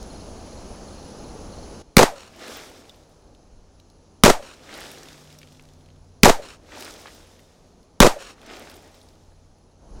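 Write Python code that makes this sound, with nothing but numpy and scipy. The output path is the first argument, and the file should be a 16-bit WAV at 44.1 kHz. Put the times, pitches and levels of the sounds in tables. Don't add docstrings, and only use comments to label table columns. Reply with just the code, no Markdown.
import sys
import numpy as np
from scipy import signal
from scipy.fft import rfft, irfft, next_fast_len
from scipy.io import wavfile
from scipy.ndimage import uniform_filter1d, map_coordinates

SR = 44100
rng = np.random.default_rng(int(sys.argv[2]) if len(sys.argv) > 2 else 0)


def put_to_file(sound):
    columns = np.atleast_2d(sound).T
    safe = np.clip(columns, -1, 1)
    whole_steps = np.round(safe * 32767)
    wavfile.write(sys.argv[1], SR, whole_steps.astype(np.int16))


def gain_from_decibels(decibels):
    exponent = np.asarray(decibels, float) / 20
    return 10 ** exponent


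N = 441000
TIME = np.arange(N) / SR
SHOT_TIME = np.arange(SR // 2) / SR


def noise(t):
    return rng.standard_normal(len(t))


def unit(x):
    return x / np.sqrt(np.mean(x ** 2) + 1e-20)


def at_peak(x, db):
    return gain_from_decibels(db) * x / np.abs(x).max()


def mix_db(*levels_db):
    return 10 * np.log10(sum(gain_from_decibels(db) ** 2 for db in levels_db))


def curves(rows, t=TIME):
    s, *cols = np.transpose(rows)
    return [np.interp(t, s, c) for c in cols]


def wobble(rate):
    return map_coordinates(rng.standard_normal(int(N * rate / SR) + 4), [TIME * rate])


def tone(hz):
    return np.sin(2 * np.pi * np.cumsum(hz) / SR)


def colour(x, spectrum):
    m = next_fast_len(len(x) + 8192)
    f, db = np.transpose(spectrum)
    bins = np.log(np.fft.rfftfreq(m, 1 / SR) + 1)
    gain = gain_from_decibels(np.interp(bins, np.log(f + 1), db, left=-120, right=-120))
    return unit(irfft(rfft(x, m) * gain, m)[:len(x)])


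def rush(spectrum, patchy_db):
    z = signal.stft(noise(TIME), nperseg=512)[2]
    field = uniform_filter1d(rng.standard_normal(z.shape), size=6, axis=0)
    field = uniform_filter1d(field, size=10, axis=1)
    patchy = signal.istft(z * gain_from_decibels(patchy_db * unit(field)), nperseg=512)[1][:N]
    return colour(patchy, spectrum)


def grains(rate, centre_hz, cycles):
    draw, k = rng.random((int(rate * N / SR), 2)), np.arange(64)
    hz = centre_hz * np.exp(0.55 * rng.standard_normal(len(draw)))
    hz = np.clip(hz, 800, 15000)[:, None]
    wave = np.sin(2 * np.pi * hz * k / SR) * np.exp(-k * hz / SR / cycles) * gain_from_decibels(-18 * draw[:, 1:])
    at = (draw[:, :1] * (N - 64)).astype(int) + k
    return unit(np.bincount(at.ravel(), wave.ravel(), N))


def add(track, s, x):
    part = track[round(s * SR):][:len(x)]
    part += x[:len(part)]


# time in seconds, level in dB.
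WIND = [(0, -42.5), (.4, -45.5), (.7, -46), (1.1, -48.5), (1.6, -43), (2.2, -44.5), (2.7, -45.5),
        (3.15, -45), (3.27, -37), (3.42, -43), (3.54, -37), (3.7, -42), (4, -42.5), (5, -46), (5.7, -42),
        (6.7, -42.5), (7.15, -41), (7.6, -43), (8.5, -42), (9.3, -38), (9.75, -41), (10, -31)]
# frequency in Hz, level in dB per Hz.
RUMBLE = [(8.8, -29.5), (15, 5), (49, 6), (103, -7), (140, -13), (200, -15), (260, -39), (440, -120)]


def wind(gain_db):
    level_db = gain_db + curves(WIND)[0] + 1.5 * wobble(11.0)
    return gain_from_decibels(level_db) * rush(RUMBLE, patchy_db=1.5)


# frequency in Hz, level in dB per Hz.
ROAD = [(41, -23), (70, 1), (135, -6.5), (199, -1.5), (358, -4.5), (489, -4.5), (877, -10.5), (2000, -35),
        (2500, -34), (3250, -57), (5500, -120)]


def road(gain_db):
    roll_db = [np.where(TIME > s, -58 - 10 * (TIME - s), -120) for s, *_ in SHOTS]
    car_db = 4 * np.clip((TIME - 9.78) / 0.063, 0, 1)
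    level_db = mix_db(gain_db - 47 + car_db, *roll_db) + 4.5 + 0.8 * wobble(6.0)
    return gain_from_decibels(level_db) * rush(ROAD, patchy_db=0.3)


# note in Hz, steady level in dB, then its swells as it passes, each
# the closest moment in seconds, rise in dB, width in seconds.
DRONE = [
    (90, -66, [(4, 5.5, 0.37), (5.9, 13, 0.53), (7, 8.5, 0.41), (9.3, 7.5, 0.56)]),
    (150.6, -69.5, [(3.1, 1.5, 0.36), (5.45, 14.5, 0.86)]),
    (254, -73.5, [(5.75, 11.5, 0.78)]),
    (173, -80, [(7.7, 14, 0.41)]),
]


def engine():
    out = np.zeros(N)
    for hz, steady_db, swells in DRONE:
        pass_db = sum(rise_db * np.exp(-((TIME - s) / width) ** 2) for s, rise_db, width in swells)
        level_db = steady_db + pass_db + 3 + 1.5 * wobble(4.2)
        out += gain_from_decibels(level_db) * tone(hz * (1 + 0.0065 * wobble(4.5)))
    return out


# frequency in Hz, level in dB per Hz.
FIELD = [(710, -27), (1200, -1), (2010, -10), (3080, -7.5), (3500, -10), (4180, -5), (4550, -6),
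         (6530, -3.5), (8560, -21), (9000, -19.5), (11700, -48), (19800, -120)]
# frequency in Hz, level in dB per Hz.
AIR = [(7000, -11.5), (9000, 1), (12000, -4.5), (16000, -5.5)]


def meadow():
    return gain_from_decibels(-52) * rush(FIELD, patchy_db=1.0) + gain_from_decibels(-72) * rush(AIR, patchy_db=.3)


CHIRPS = [.098, .515, .873, 1.185, 1.525, 1.865, 2.8, 3.164, 3.514, 3.845, 5.42, 5.783, 6.11, 7.261, 7.722,
          9.24, 9.5, 9.655]
# frequency in Hz, level in dB per Hz.
KATYDID = [(8900, -30.5), (9400, -5.5), (10000, -3.5), (10400, -8), (10700, -32.5)]
# frequency in Hz, level in dB per Hz.
BUZZER = [(9700, -26.5), (10200, -8.5), (10600, 0.5), (10850, -31)]
# frequency in Hz, level in dB per Hz.
SHRILL = [(9300, -22), (9850, 1), (10150, 0), (10600, -23)]


def insects():
    out, t = np.zeros(N), np.arange(round(.024 * SR)) / SR
    note = np.hanning(len(t)) * np.sin(2 * np.pi * (4360 * t - 4500 * t ** 2))
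    for s in CHIRPS:
        for k, db in enumerate(rng.normal(0, 1.6, size=3)):
            add(out, s + .05 * k, gain_from_decibels(db - 51.5 - 3 * (s > 1.82)) * note)
    later = TIME > 1.82
    buzz = 1 + .55 * np.sin(2 * np.pi * 70 * TIME)
    katydid_db = 3.5 * np.cos(2 * np.pi * 4.9 * (TIME - .3) + .4 * wobble(1.5)) - 66.5 - 4 * later
    out += gain_from_decibels(-67.5 + 2.7 * later) * rush(SHRILL, patchy_db=2.5)
    out += gain_from_decibels(katydid_db) * rush(KATYDID, patchy_db=0.47)
    return out + gain_from_decibels(-67.5 - 7.4 * later) * buzz * rush(BUZZER, patchy_db=2.5)


# time in seconds, gain in dB.
GAIN = [
    (0, 1),
    (1.818, 1),
    (1.826, -13.5),
    (9.78, -16.5),
    (10, -7.5),
]


def background():
    gain_db = curves(GAIN)[0]
    return wind(gain_db) + road(gain_db) + gain_from_decibels(gain_db) * (meadow() + insects()) + engine()


# start in seconds, peak in dB, centre in Hz, treble over the peak in dB.
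SHARDS = [(0.0278, -34, 6297, -19), (2.348, -41, 2800, -23), (2.394, -38, 3840, -26),
          (2.4798, -29.5, 2363, -8), (2.895, -32, 3480, -14), (3.0344, -50, 4220, -19.5),
          (3.349, -45, 3820, -20.5), (3.7995, -42, 4050, -17), (3.9, -46, 4200, -24),
          (4.692, -33, 1843, -25), (4.7402, -30.5, 4254, -28), (4.8054, -40, 1900, 1.5),
          (4.9154, -34, 2590, 1), (6.4314, -41, 2890, -19), (6.8014, -42, 1840, -11),
          (6.8235, -27, 3100, -22), (6.847, -27.5, 4950, 0), (7.0834, -36, 2230, -19),
          (7.393, -42.5, 2500, -10), (7.8297, -50, 4240, -14.5), (8.2217, -34, 3660, -29),
          (8.4157, -38, 2650, -12), (8.4632, -36, 5900, -22), (8.595, -37, 2100, 3), (8.698, -33, 4050, -9),
          (8.7154, -38, 2670, 1), (8.9436, -43, 3600, -18.5), (9.0144, -41.5, 4070, -16),
          (9.0874, -44, 4010, -19), (9.1544, -50, 4290, -25)]
# start in seconds, peak in dB,
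# centre in Hz.
SHOWER = [(4.6743, -40, 1840), (4.8397, -33, 2120), (4.9844, -35, 5100), (5.032, -33, 5310),
          (5.0564, -38, 3170), (5.086, -30, 3650), (5.1294, -36, 4690), (5.1434, -42, 2020),
          (5.1784, -39, 3760), (5.2739, -42, 3040), (5.3023, -41, 3700), (5.3268, -40, 3420),
          (5.3872, -36, 5600), (5.4161, -39, 2410), (5.43, -40, 2830), (5.473, -43, 3020),
          (5.4864, -45, 3850), (5.5214, -43, 3580), (5.5264, -44, 4500), (5.5484, -46, 3370),
          (5.5707, -44, 3680), (5.5957, -38, 2600), (5.6094, -49, 4150), (5.6241, -46, 5850),
          (5.6364, -47, 4750), (5.6531, -45, 4620), (5.6884, -47, 3910), (5.7354, -49, 5730),
          (5.8094, -51, 3110), (5.8194, -52.5, 3200), (5.8604, -48, 3250), (5.887, -49, 2430),
          (5.9024, -49, 2850), (5.9614, -53, 3220),
          (2.3251, -46, 4000), (2.4124, -35, 2720), (2.435, -34, 3920), (2.7621, -47, 3160),
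          (2.8544, -43, 2960), (2.9444, -44, 3140), (6.7984, -44, 3200), (6.8084, -32, 5700),
          (6.8334, -32, 4770), (6.8524, -29, 4150), (6.908, -32, 4900), (6.939, -32, 5180),
          (7.2214, -49, 6650), (8.5679, -36, 3900), (8.6244, -36, 2700), (8.741, -38, 3960),
          (8.8744, -55, 2980), (8.9164, -49, 5440), (9.5844, -54, 5560)]
# start in seconds, peak in dB, centre in Hz.
SPITS = [(2.363, -48, 10000), (2.4079, -56, 9550), (2.6968, -46, 14900), (2.8943, -52, 9300),
         (3.0954, -57, 9920), (4.7594, -49, 9550), (4.805, -33, 13200), (4.8623, -45, 9410),
         (4.9152, -35, 9560), (4.9332, -44, 13200), (4.9424, -46, 9730), (5.0888, -47, 13700),
         (5.1223, -52, 9830), (5.245, -52, 14500), (5.3278, -47, 9670), (5.3774, -58, 10300),
         (5.3867, -44, 13700), (5.4156, -50, 9390), (5.5263, -52, 9750), (5.6231, -53, 9960),
         (6.756, -54, 9340), (6.773, -49, 9910), (6.7984, -40, 9380), (6.8064, -35, 13800),
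         (6.8234, -36, 9320), (6.8314, -37, 10400), (6.9044, -42, 10200), (6.9244, -43, 10500),
         (6.9994, -42, 9240), (7.0164, -42, 9840), (7.4026, -50, 10100), (8.4312, -52, 9190),
         (8.5135, -51, 9790), (8.532, -54, 9850), (8.5669, -48, 9380), (8.6208, -48, 9300),
         (8.7064, -43, 13800), (8.7664, -39, 9040), (8.8253, -52, 13800), (8.8764, -51, 9960),
         (8.9491, -50, 13900)]
# start in seconds, peak in dB, pitch in Hz, 60 dB decay in seconds.
RINGS = [(5.388, -39, 5600, 0.019), (2.568, -34, 15200, .03), (2.958, -57, 14100, .03),
         (5.034, -54, 13700, .04), (2.8945, -34, 3600, 0.017), (2.9005, -34, 3470, 0.014),
         (5.392, -53, 13800, .03), (7.147, -44, 15300, .02), (7.27, -56, 11200, 0.046),
         (7.27, -58.5, 9300, 0.055), (8.74, -52, 9300, 0.086), (8.756, -44, 13500, .025),
         (9.026, -56, 9400, 0.086)]
# start in seconds, peak in dB, centre in Hz.
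KNOCKS = [
    (5.43, -39.5, 1900),
    (5.595, -44, 1510),
    (7.0572, -28.5, 880),
    (7.062, -40, 1200),
    (7.07, -34, 1500),
    (7.077, -37, 993),
    (9.319, -50, 670),
]


def shards():
    out, t = np.zeros(N), np.arange(SR // 12) / SR
    crumb_treble_db = -23
    for s, db, hz, treble_db in SHARDS + [(*row, crumb_treble_db) for row in SHOWER]:
        body = colour(noise(t), [(0.3 * hz, -22), (hz, 0), (1.6 * hz, -10), (4 * hz, -26)])
        spit = colour(noise(t), [(6000, -16), (9000, 3.0), (16000, -4.0)])
        add(out, s, at_peak(gain_from_decibels(-60 * t / 0.017) * (body + gain_from_decibels(treble_db) * spit), db - 1.0))
    for s, db, hz in SPITS:
        spit = colour(noise(t), [(0.25 * hz, -18), (0.55 * hz, -4), (hz, 0), (16500, -4)])
        add(out, s, at_peak(gain_from_decibels(-60 * t / 0.013) * spit, db + .1))
    for s, db, hz, t60 in RINGS:
        add(out, s, gain_from_decibels(db - 60 * t / t60) * np.sin(2 * np.pi * hz * t) * (1 - np.exp(-t / .001)))
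    for s, db, hz in KNOCKS:
        thud = colour(noise(t), [(0.23 * hz, -20), (hz, 0), (2.5 * hz, -4), (5 * hz, -25)])
        add(out, s, at_peak(gain_from_decibels(-60 * t / .026) * (1 - np.exp(-t / .0004)) * thud, db))
    return out


def bullet_crack(t):
    spectrum = [(500, -18.0), (1200, 2.5), (2500, -6.5), (5000, -7.5), (15000, -22.0)]
    burst = np.where(t < .0022, gain_from_decibels(11), gain_from_decibels(-19 - 60 * t / .12))
    return (colour(noise(t), spectrum) - .3) * burst * np.clip(t / 0.00011, 0, 1) ** 2


# delay in ms, level in dB, length in ms, polarity.
ARRIVALS = [(1.9, 1.5, 5.3, 1), (5.06, 13, 1.3, -1.4), (5.51, 15, 0.2, 0.92), (10.1, -3.5, 0.45, -0.64),
            (6.8, -5, 1.6, 0.8), (13.93, 5, 0.033, 0.85), (14.59, 7.5, 0.06, 1), (15.14, 3.5, 0.19, -1.7),
            (19.14, -2.5, 0.64, 1), (22.9, 10, .25, 1), (23.9, 5, .7, 1)]


def muzzle_blast(t):
    out = np.zeros(len(t))
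    chance = rng.standard_normal((len(ARRIVALS), 2))
    for (delay, level_db, length, sign), (late, size) in zip(ARRIVALS, chance):
        u = np.clip((t * 1000 - delay - 0.0049 * delay * late) / length, 0, None)
        onset = 1 - np.exp(-u * length / (0.018 + 0.00066 * delay))
        out += sign * gain_from_decibels(level_db + 0.91 * size) * (1 - u) * np.exp(-u) * onset
    return out


# delay in seconds, width in seconds, boom gain in dB, crackle gain in dB.
FLARES = [
    (0.0148, .0015, 0, 7),
    (.024, .0015, 2.5, 3.5),
    (.029, .005, 8, 1.5),
    (.039, .003, -3, -1.5),
    (.051, .006, 1.5, -2),
    (0.064, .005, 4.5, 2.5),
]
CLAMP_S = .073


def bay(t):
    after = np.clip(t - CLAMP_S, 0, None)
    clamp_db = -3.5 * np.clip(after / 0.00072, 0, 1) - 307 * after
    rise_db = -12 * np.clip(1 - t / 0.015, 0, 1)
    flare_db = sum(np.outer([boom, crackle], np.exp(-((t - s) / width) ** 2))
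                   for s, width, boom, crackle in FLARES)
    held_db = np.array([-19 + 0 * t, -14.5 - 90 * np.minimum(t, CLAMP_S)])
    linger_db = [-51 - 129 * np.abs(t - .17)] - np.c_[[0, 3]]
    return mix_db(held_db + flare_db + rise_db + clamp_db, linger_db)


# frequency in Hz, level in dB per Hz.
BOOM = [(40, -29.5), (70, -11), (240, -10), (500, -1), (900, 0), (1300, -4.5), (2000, -12), (3000, -21),
        (4500, -52)]
# frequency in Hz, level in dB per Hz.
CRACKLE = [(710, -30), (1200, -5.5), (1460, -10.5), (1790, -8.5), (4080, -12.5), (7020, -13.5),
           (13900, -27), (16000, -33)]


def scatter(t, ground):
    boom_db, crackle_db = bay(t)
    jet = ground + 0.68 * rng.standard_normal((2, len(t)))
    clumps = colour(noise(t), [(1, -6), (60, 0), (250, 0), (500, -20)])
    boom = gain_from_decibels(boom_db) * colour(jet[0], BOOM)
    crackle = gain_from_decibels(crackle_db) * colour(jet[1], CRACKLE)
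    return gain_from_decibels(2.5 * (t < CLAMP_S) * clumps) * (boom + crackle)


def rock(t, middle, dip, crest):
    v = (t - middle) / np.where(t < middle, dip, crest)
    return v * np.exp((1 - v ** 2) / 2)


# delay in ms, level in dB, dip to middle in ms.
BANK = [(11.4, -7, .45), (26.8, 0, .33), (28.7, 0, .28), (30.6, -3, .33), (32.4, -6, .3), (34.2, -3, .35),
        (35.9, -7, .4), (39, -12, .35), (44.35, 1, .42), (46.7, -5, .42), (50.4, -7, .3), (52.9, -4, .5),
        (54.8, -7, .35), (57.5, -9, .33), (58.9, -10, .3), (60.4, -5, .4), (62.2, -8, .33), (64, -3, .27),
        (66.5, -3, .36), (68.6, -8, .3), (71.3, -2, .5)]


def bank_echoes(t):
    out = np.zeros(len(t))
    for (delay, level_db, length), (late, size) in zip(BANK, rng.standard_normal((len(BANK), 2))):
        out += gain_from_decibels(-2.5 + level_db + 1.5 * size) * rock(t * 1000, delay + .25 * late, length, length)
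    return out


# delay in seconds, pitch in Hz, level in dB.
FLUTTER = [
    (0.084, 1011, -37),
    (.11, 900, -31),
    (.135, 721.5, -34.5),
    (.15, 625, -41.5),
    (.165, 580, -29.5),
    (.18, 560, -42.5),
    (.22, 537, -48),
]


def post_flutter(t, uneven):
    hz, level_db = curves([(.07, 1113, -90)] + FLUTTER + [(.33, 507, -86)], t)
    phase = 2 * np.pi * np.cumsum(hz) / SR + 0.62 * uneven[::-1]
    return gain_from_decibels(level_db) * (1 + 0.42 * uneven) * np.sin(phase)


# delay in seconds, level in dB.
NEAR = [(.16, -45), (.19, -2.5), (.22, -1), (.27, -2), (.31, -4), (.325, -12), (.37, -16), (.4, -10),
        (.46, -10)]
# frequency in Hz, level in dB per Hz.
HILL = [(200, -8), (400, -1), (1400, -6), (3000, -7), (6000, -11.5), (9000, -17), (12000, -30),
        (16000, -31)]


def slope_answer(t, echo_db, uneven):
    near_db = curves([(.1, -93)] + NEAR + [(0.34, -30)], t)[0]
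    wash = noise(t)
    combed = wash + .35 * np.roll(wash, round(SR / 1400))
    return gain_from_decibels(echo_db + near_db + 2 * uneven) * colour(combed, HILL)


def input_swing(t, swing_db, half, t60):
    sway = (1 - np.exp(-(t / 0.022) ** 2)) * np.sin(np.pi * (t / half) ** .74)
    return gain_from_decibels(swing_db - 60 * t / t60) * sway


# start in seconds, slope echo in dB, swing of the
# overloaded input in dB, its first half-cycle in seconds, its 60 dB decay in seconds.
SHOTS = [
    (1.968, -46, -7, 0.032, .14),
    (4.2363, -45, -6.5, 0.022, .1),
    (6.233, -43.5, -6.5, 0.016, .1),
    (8.003, -41.5, 3.5, 0.034, .21),
]
# level in dB, shot by shot.
LURCH_DB = [-19, -13.5, -11, -40]


def shots():
    out, t = np.zeros(N), SHOT_TIME
    ground = rng.standard_normal((2, len(t)))
    for (s, echo_db, swing_db, half, t60), lurch_db in zip(SHOTS, LURCH_DB):
        uneven = colour(noise(t), [(1, 0.0), (90, -1.5), (250, -18)])
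        x = bullet_crack(t) + muzzle_blast(t) + scatter(t, ground) + bank_echoes(t)
        x += gain_from_decibels(lurch_db) * rock(t, .052, .017, .02)
        x += post_flutter(t, uneven) + slope_answer(t, echo_db, uneven)
        add(out, s, x - input_swing(t, swing_db, half, t60))
    return out


def swell(start, peak, level_db, fade_db_per_s):
    rising = level_db - 17 * np.clip((peak - TIME) / (peak - start), 0, 4)
    return np.maximum(rising - fade_db_per_s * np.clip(TIME - peak - 0.07, 0, None), -120)


# start after the shot in seconds, peak after it in seconds,
# tree line in dB, glass patter in dB, patter fade in dB per second.
ECHOES = [
    (.33, 0.46, -43.5, -47, 42.5),
    (0.31, 0.51, -44.5, -48.5, 24),
    (0.43, 0.51, -44.5, -47.5, 30),
    (0.36, 0.49, -45, -54, 26.5),
]
# frequency in Hz, level in dB per Hz.
TREES = [(120, -38.5), (220, 2), (400, 2.5), (700, 1), (1100, -8.5), (2000, -29.5)]
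# frequency in Hz, level in dB per Hz.
SLOPE = [(600, -35.5), (1200, 1.5), (2500, -3), (4500, -7), (8000, -15.5), (11000, -40.5)]
# frequency in Hz, level in dB per Hz.
GLASS = [(2060, -28.5), (3500, 1), (4490, -4), (5060, 1), (11100, -10.5), (12000, -17), (13600, -13),
         (15100, -15.5), (16000, -20)]


def aftermath():
    rows = [(shot[0] + start, shot[0] + peak, *rest) for shot, (start, peak, *rest) in zip(SHOTS, ECHOES)]
    trees_db = mix_db(*[swell(start, peak, db, 32.5) for start, peak, db, _, _ in rows])
    glass_db = mix_db(*[swell(start, peak + 0.06, db, fade) for start, peak, _, db, fade in rows])
    middle_db = [swell(start, peak, db - 1.0, 57.5) for start, peak, db, _, _ in rows]
    slope_db = mix_db(glass_db - 2, *middle_db)
    slope = unit(rush(SLOPE, patchy_db=1.4) + 0.61 * grains(220, 2800, cycles=2.0))
    patter = unit(rush(GLASS, patchy_db=.4) + .4 * grains(600, 4500, cycles=1.2))
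    out = gain_from_decibels(trees_db) * rush(TREES, patchy_db=-0.2)
    out += gain_from_decibels(slope_db + 1.1 * wobble(25)) * slope
    return out + gain_from_decibels(glass_db + 1.3 * wobble(25)) * patter


def scene():
    return (background() + shards() + shots() + aftermath())[None]


def roll_off(x):
    return signal.sosfilt(signal.butter(12, 16320, fs=SR, output="sos"), x)


def record(dry):
    coupled = signal.lfilter(*signal.butter(1, 6, "high", fs=SR), dry)
    clipped = coupled / (1 + np.abs(coupled / .98) ** 14) ** (1 / 14)
    limited = signal.sosfiltfilt(signal.ellip(8, .1, 40, 15900, output="sos", fs=SR), clipped)
    return roll_off(limited)


dry = scene()
out = record(dry)
put_to_file(out)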